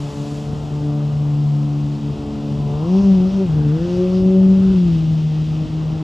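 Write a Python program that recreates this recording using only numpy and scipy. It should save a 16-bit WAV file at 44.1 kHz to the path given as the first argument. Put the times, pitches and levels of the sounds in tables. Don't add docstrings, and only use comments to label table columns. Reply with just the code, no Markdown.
import sys
import numpy as np
from scipy import signal
from scipy.fft import rfft, irfft
from scipy.io import wavfile

SR = 44100
rng = np.random.default_rng(int(sys.argv[2]) if len(sys.argv) > 2 else 0)


def waveform_to_disk(signal):
    frames = np.transpose(np.atleast_2d(signal))
    scaled = np.clip(frames, -1, 1) * 32767
    samples = np.round(scaled).astype(np.int16)
    wavfile.write(sys.argv[1], SR, samples)


N = 265923
TIME = np.arange(N) / SR
BINS = np.fft.rfftfreq(N, 1 / SR)

# t/s, level/dB
BURBLE_LEVEL = [(0, -39.5), (.55, -32.5), (1.78, -39.5), (2.1, -33), (3.45, -28.5), (4.1, -33.5),
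                (4.7, -26), (5.3, -32.5), (6.03, -30.5)]
# t/s, level/dB
PLUNGES = [(.56, -28), (2.6, -29.5), (3.03, -27), (3.47, -25), (3.78, -29), (4.76, -25), (5.14, -26),
           (5.66, -29)]
GULP_HALF_S = 0.024


def amp(db):
    return 10 ** (np.asarray(db) / 20)


def unit(x):
    return x / np.sqrt(np.mean(x ** 2) + 1e-20)


def curve(rows):
    return np.interp(TIME, *np.transpose(rows))


def read(points, hz):
    f, value = np.transpose(points)
    return np.interp(np.log(hz + 1), np.log(f + 1), value)


def colour(x, points):
    spectrum = rfft(x) * amp(read(points, BINS))
    return unit(irfft(spectrum, N))


def bump(s, half_s):
    return np.exp(-((TIME - s) / half_s) ** 2)


def wander(rate_hz):
    spectrum = rfft(rng.standard_normal(N)) / (1 + (BINS / rate_hz) ** 4)
    return unit(irfft(spectrum, N))


def noise():
    return rng.standard_normal((2, N))


def drops(per_s, spread_db):
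    size = amp(spread_db * np.minimum(rng.exponential(1, (2, N)), 4))
    sign = np.sign(noise())
    struck = rng.random((2, N)) < per_s / SR
    return unit(size * sign * struck)


def far_bank(x, delay_s=0.06, t60_s=0.81):
    t = TIME[:SR] - delay_s
    decay = (t > 0) * amp(-60 * abs(t) / t60_s)
    scattered = rng.random((2, SR)) < 1500 / SR
    taps = rng.standard_normal((2, SR)) * scattered * decay
    taps = taps / np.linalg.norm(taps[0])
    return signal.fftconvolve(x[None], taps, axes=1)[:, :N]


def ripples():
    # t/s, level/dB
    ripple_level = [(0, -45), (.36, -45), (.5, -50), (1, -54), (3, -55.5), (6.03, -63.5)]
    # f/Hz, level/dB
    ripple_colour = [(300, -7.5), (1000, 2.5), (2200, -3.5), (3000, 0.5), (5300, 0), (7600, -1.5),
                     (9600, -7.5), (11200, -15), (14000, -21), (15700, -25.5)]
    fizz = noise() + 0.45 * drops(per_s=1600, spread_db=3.5)
    return colour(fizz, ripple_colour) * amp(curve(ripple_level) - 1.5)


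def spray():
    # t/s, level/dB
    spray_level = [(0, -47.3), (.9, -49.7), (2.7, -47.8), (3.0, -44.6), (3.68, -47), (3.92, -43.3),
                   (4.38, -47), (4.67, -44.5), (5.4, -45.5), (6.03, -48)]
    # f/Hz, level/dB
    spray_colour = [(400, -21), (1400, -8), (1900, -3), (2300, -4), (2650, 3), (3100, 2.5), (4200, -3),
                    (5200, -3.5), (6600, -11), (8000, -14.5), (9600, -19.5), (11000, -27), (14000, -33)]
    hiss = noise() + 0.35 * drops(per_s=2300, spread_db=3)
    return colour(hiss, spray_colour) * amp(curve(spray_level) + 0.52 * wander(15))


def splashes():
    # t/s, half length/s, level/dB, centre f/Hz
    sheets = [(2.878, 0.17, -40, 940), (3.005, .14, -50, 5200), (3.328, 0.083, -52.5, 5200),
              (3.751, 0.27, -49.5, 1500), (3.914, 0.098, -52.5, 5400), (4.157, 0.054, -47.5, 4850),
              (4.099, 0.092, -46, 1100), (4.68, 0.15, -49.5, 1375)]
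    out = np.zeros((2, N))
    for s, half_s, db, hz in sheets:
        band = np.exp(-(np.log2((BINS + 1) / hz) / 0.32) ** 2)
        sheet = unit(irfft(rfft(noise()) * band, N))
        out += amp(db) * bump(s, half_s) * sheet
    return out


def churn(turns):
    # t/s, level/dB
    churn_level = [(0, -39.8), (1.1, -39.7), (1.5, -41), (2.45, -41.7), (2.95, -37.8), (4.65, -38.5),
                   (5.2, -43.3), (6.03, -38)]
    # f/Hz, level/dB
    churn_colour = [(40, -14), (150, 3.5), (300, 7), (500, 4), (700, 4.5), (1000, -1), (1300, -2.5),
                    (1650, -12.5), (2000, -17.5), (5000, -41.5)]
    throb = 1 + 0.24 * np.cos(turns)
    return colour(noise() * throb, churn_colour) * amp(curve(churn_level) + 0.8 * wander(10))


def burble():
    # f/Hz, level/dB
    burble_colour = [(15, -41.5), (30, -16.5), (45, -4), (65, 2), (90, 0.5), (125, 1.5), (200, -3.5),
                     (280, -8.5), (420, -16), (800, -34), (2000, -63.5)]
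    puffs = colour(drops(per_s=300, spread_db=2), burble_colour)
    steady = amp(curve(BURBLE_LEVEL) + 1.2 + 1.5 * wander(6))
    gulps = sum(amp(db) * bump(s, GULP_HALF_S) for s, db in PLUNGES)
    return puffs * np.hypot(steady, gulps)


def lope(turns, hz):
    # t/s, level/dB
    lope_level = [(0, -38), (2.45, -31.7), (3.6, -32), (5.3, -39), (6.03, -41)]
    # f/Hz, level/dB
    lope_colour = [(72, -13.5), (218, 1), (365, -12.5), (510, -18), (660, -23), (950, -26.5), (1500, -35)]
    cruise_hz, db_per_octave = 145, -33
    out = np.zeros(N)
    for k in np.arange(0.5, 8):
        level_db = read(lope_colour, k * hz) + 2.6 * wander(6)
        phase = k * turns + 0.3 * wander(12) + rng.uniform(0, 2 * np.pi)
        out += amp(level_db) * np.cos(phase)
    return np.sqrt(2) * amp(curve(lope_level) + db_per_octave * np.log2(hz / cruise_hz)) * out


def fading(order):
    # t/s, half length/s, depth/dB, harmonic number
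    fades = [(0.129, .03, 14, 1), (.26, .02, 6, 1), (2.002, .035, 8.5, 1), (2.174, 0.026, 9, 1),
             (2.86, .018, 7, 1), (3.314, 0.024, 8, 1), (3.46, .015, 8, 1), (3.79, .017, 11, 1),
             (3.87, .025, 9, 1), (5.68, .03, 8, 1), (.11, .035, 10, 2), (0.598, 0.18, 6, 2),
             (1.14, 0.079, 20, 2), (1.487, .05, 12, 2), (2.13, .03, 9, 2), (2.71, .08, 22, 2),
             (3.334, 0.042, 8, 2), (3.5, .04, 12, 2), (5.29, 0.081, 14, 2), (5.516, 0.046, 9.5, 2),
             (5.87, 0.052, 13.5, 2), (3.5, .04, 10, 3), (1.55, .25, 11, 4), (.15, .08, 14, 5)]
    return sum(depth_db * bump(s, half_s) for s, half_s, depth_db, k in fades if round(k) == order)


def exhaust(turns, hz):
    # t/s, level/dB
    boom_level = [(0, -24), (.38, -27), (.64, -24.5), (.8, -21), (1.5, -15.2), (2.08, -21.5), (2.3, -34),
                  (2.58, -19.5), (2.78, -20.5), (2.95, -12), (3.1, -9.8), (3.46, -17), (3.72, -14),
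                  (3.95, -21), (4.4, -9.4), (5.0, -15.7), (6.03, -21.5)]
    # t/s, level/dB
    bark_level = [(0, -33), (.9, -30.5), (2.3, -31.5), (3.0, -27), (3.5, -28), (3.95, -24.5), (4.45, -24),
                  (5.2, -34), (6.03, -31)]
    # t/s, level/dB
    snarl_level = [(0, -37.5), (.9, -40.5), (1.85, -54), (2.16, -38.5), (3.3, -38), (4.05, -32.3),
                   (4.55, -37), (4.85, -49), (6.03, -48.5)]
    # t/s, level/dB
    rasp_level = [(0, -42.5), (.8, -47), (1.4, -46), (1.95, -51.5), (2.95, -40.5), (3.4, -45), (3.55, -51),
                  (4.35, -50.5), (4.7, -58), (6.03, -49.5)]
    # f/Hz, gain/dB
    pipe_gain = [(580, 0), (750, -2), (900, -8), (1130, -14), (1300, -23), (2000, -33)]
    # t/s, half length/s, gain/dB
    flares = [(.18, .07, 3), (0.89, .13, 4), (1.74, .1, 2.5), (2.267, 0.055, 3.5), (2.72, .09, 4),
              (2.96, .06, 3.5), (3.42, .03, 7), (3.97, 0.16, 3), (4.362, 0.055, 6), (5.32, .05, 5)]

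    gulp_shake = 1 + 1.5 * sum(bump(s, GULP_HALF_S) for s, _ in PLUNGES)
    shake = amp(0.5 * (curve(BURBLE_LEVEL) + 35)) * gulp_shake
    flare_db = sum(db * bump(s, half_s) for s, half_s, db in flares)

    boom_db = curve(boom_level) - fading(order=1) + 0.6 * shake * wander(18)
    bark_db = curve(bark_level) + flare_db - fading(order=2) + 1.2 * shake * wander(12)
    snarl_db = curve(snarl_level) + flare_db - fading(order=3) + 1.6 * wander(8)
    out = amp(boom_db) * np.cos(turns + 0.045 * shake * wander(18))
    out += amp(bark_db) * np.cos(2 * turns + rng.uniform(0, 2 * np.pi))
    out += amp(snarl_db) * np.cos(3 * turns + rng.uniform(0, 2 * np.pi))
    for k in np.arange(4, 9):
        rasp_db = curve(rasp_level) + flare_db - fading(order=k)
        rasp_db += read(pipe_gain, k * hz) + 2.5 * wander(6.5) - 1.0
        phase = k * turns + 0.18 * shake * wander(24) + rng.uniform(0, 2 * np.pi)
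        out += amp(rasp_db) * np.cos(phase)
    return np.sqrt(2) * out


def stereo_processing(pair):
    # f/Hz, likeness (0 to 1)
    likeness = [(48, 0.93), (80, .9), (160, 0.92), (700, 0.92), (1200, 0.93), (1550, 0.25), (1950, 0.98),
                (3000, 0.94), (3500, 1)]
    # f/Hz, left minus right/dB
    tilt = [(100, 1), (170, 1.8), (290, 0.8), (550, 1.8), (750, 1.4), (900, 3.5), (1300, 3), (1600, 6.5),
            (1900, 0)]
    # f/Hz, lead/rad
    lead = [(750, 0), (1150, -.7), (1650, -1.1), (2050, 0), (2900, .4), (3500, 0), (7450, 0), (8950, -3.1),
            (11100, -6.3), (11600, -6.3), (12600, -9.4), (13700, -9.4), (14600, -12.6)]
    shared, apart = rfft(pair)
    same = np.clip(read(likeness, BINS), 0, 1)
    shared = shared * np.sqrt((1 + same) / 2)
    apart = apart * np.sqrt((1 - same) / 2)
    lean = amp(read(tilt, BINS) / 2) * np.exp(0.5j * read(lead, BINS))
    left, right = (shared + apart) * lean, (shared - apart) / lean
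    return irfft(np.array([left, right]), N)


def scene():
    # t/s, firing rate f/Hz
    firing_rate = [(0.0, 144.7), (0.17, 143.7), (0.56, 147.3), (2.71, 143.9), (2.8, 150.3), (2.91, 183.4),
                   (3.02, 199.8), (3.21, 182.5), (3.35, 195.4), (3.43, 190.5), (3.51, 153.8), (3.69, 146.7),
                   (3.85, 174.9), (4.03, 181.9), (4.17, 186.0), (4.53, 190.4), (4.72, 189.8), (4.96, 160.4),
                   (5.29, 154.3), (6.03, 157.1)]
    hz = curve(firing_rate) * (1 + 0.0015 * wander(25))
    turns = 2 * np.pi * np.cumsum(hz) / SR
    engine = exhaust(turns, hz) + lope(turns, hz)
    direct = np.array([engine, np.zeros(N)])
    echo = amp(-23.5) * far_bank(engine)
    water = ripples() + spray() + splashes() + churn(turns) + burble()
    edges = signal.windows.tukey(N, 256 / N)
    return stereo_processing((direct + echo + water) * edges)


def record(dry):
    lowpass = signal.firwin(511, 15600, window=("kaiser", 9), fs=SR)
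    return signal.oaconvolve(dry, lowpass[None], "same")


dry = scene()
out = record(dry)
waveform_to_disk(out)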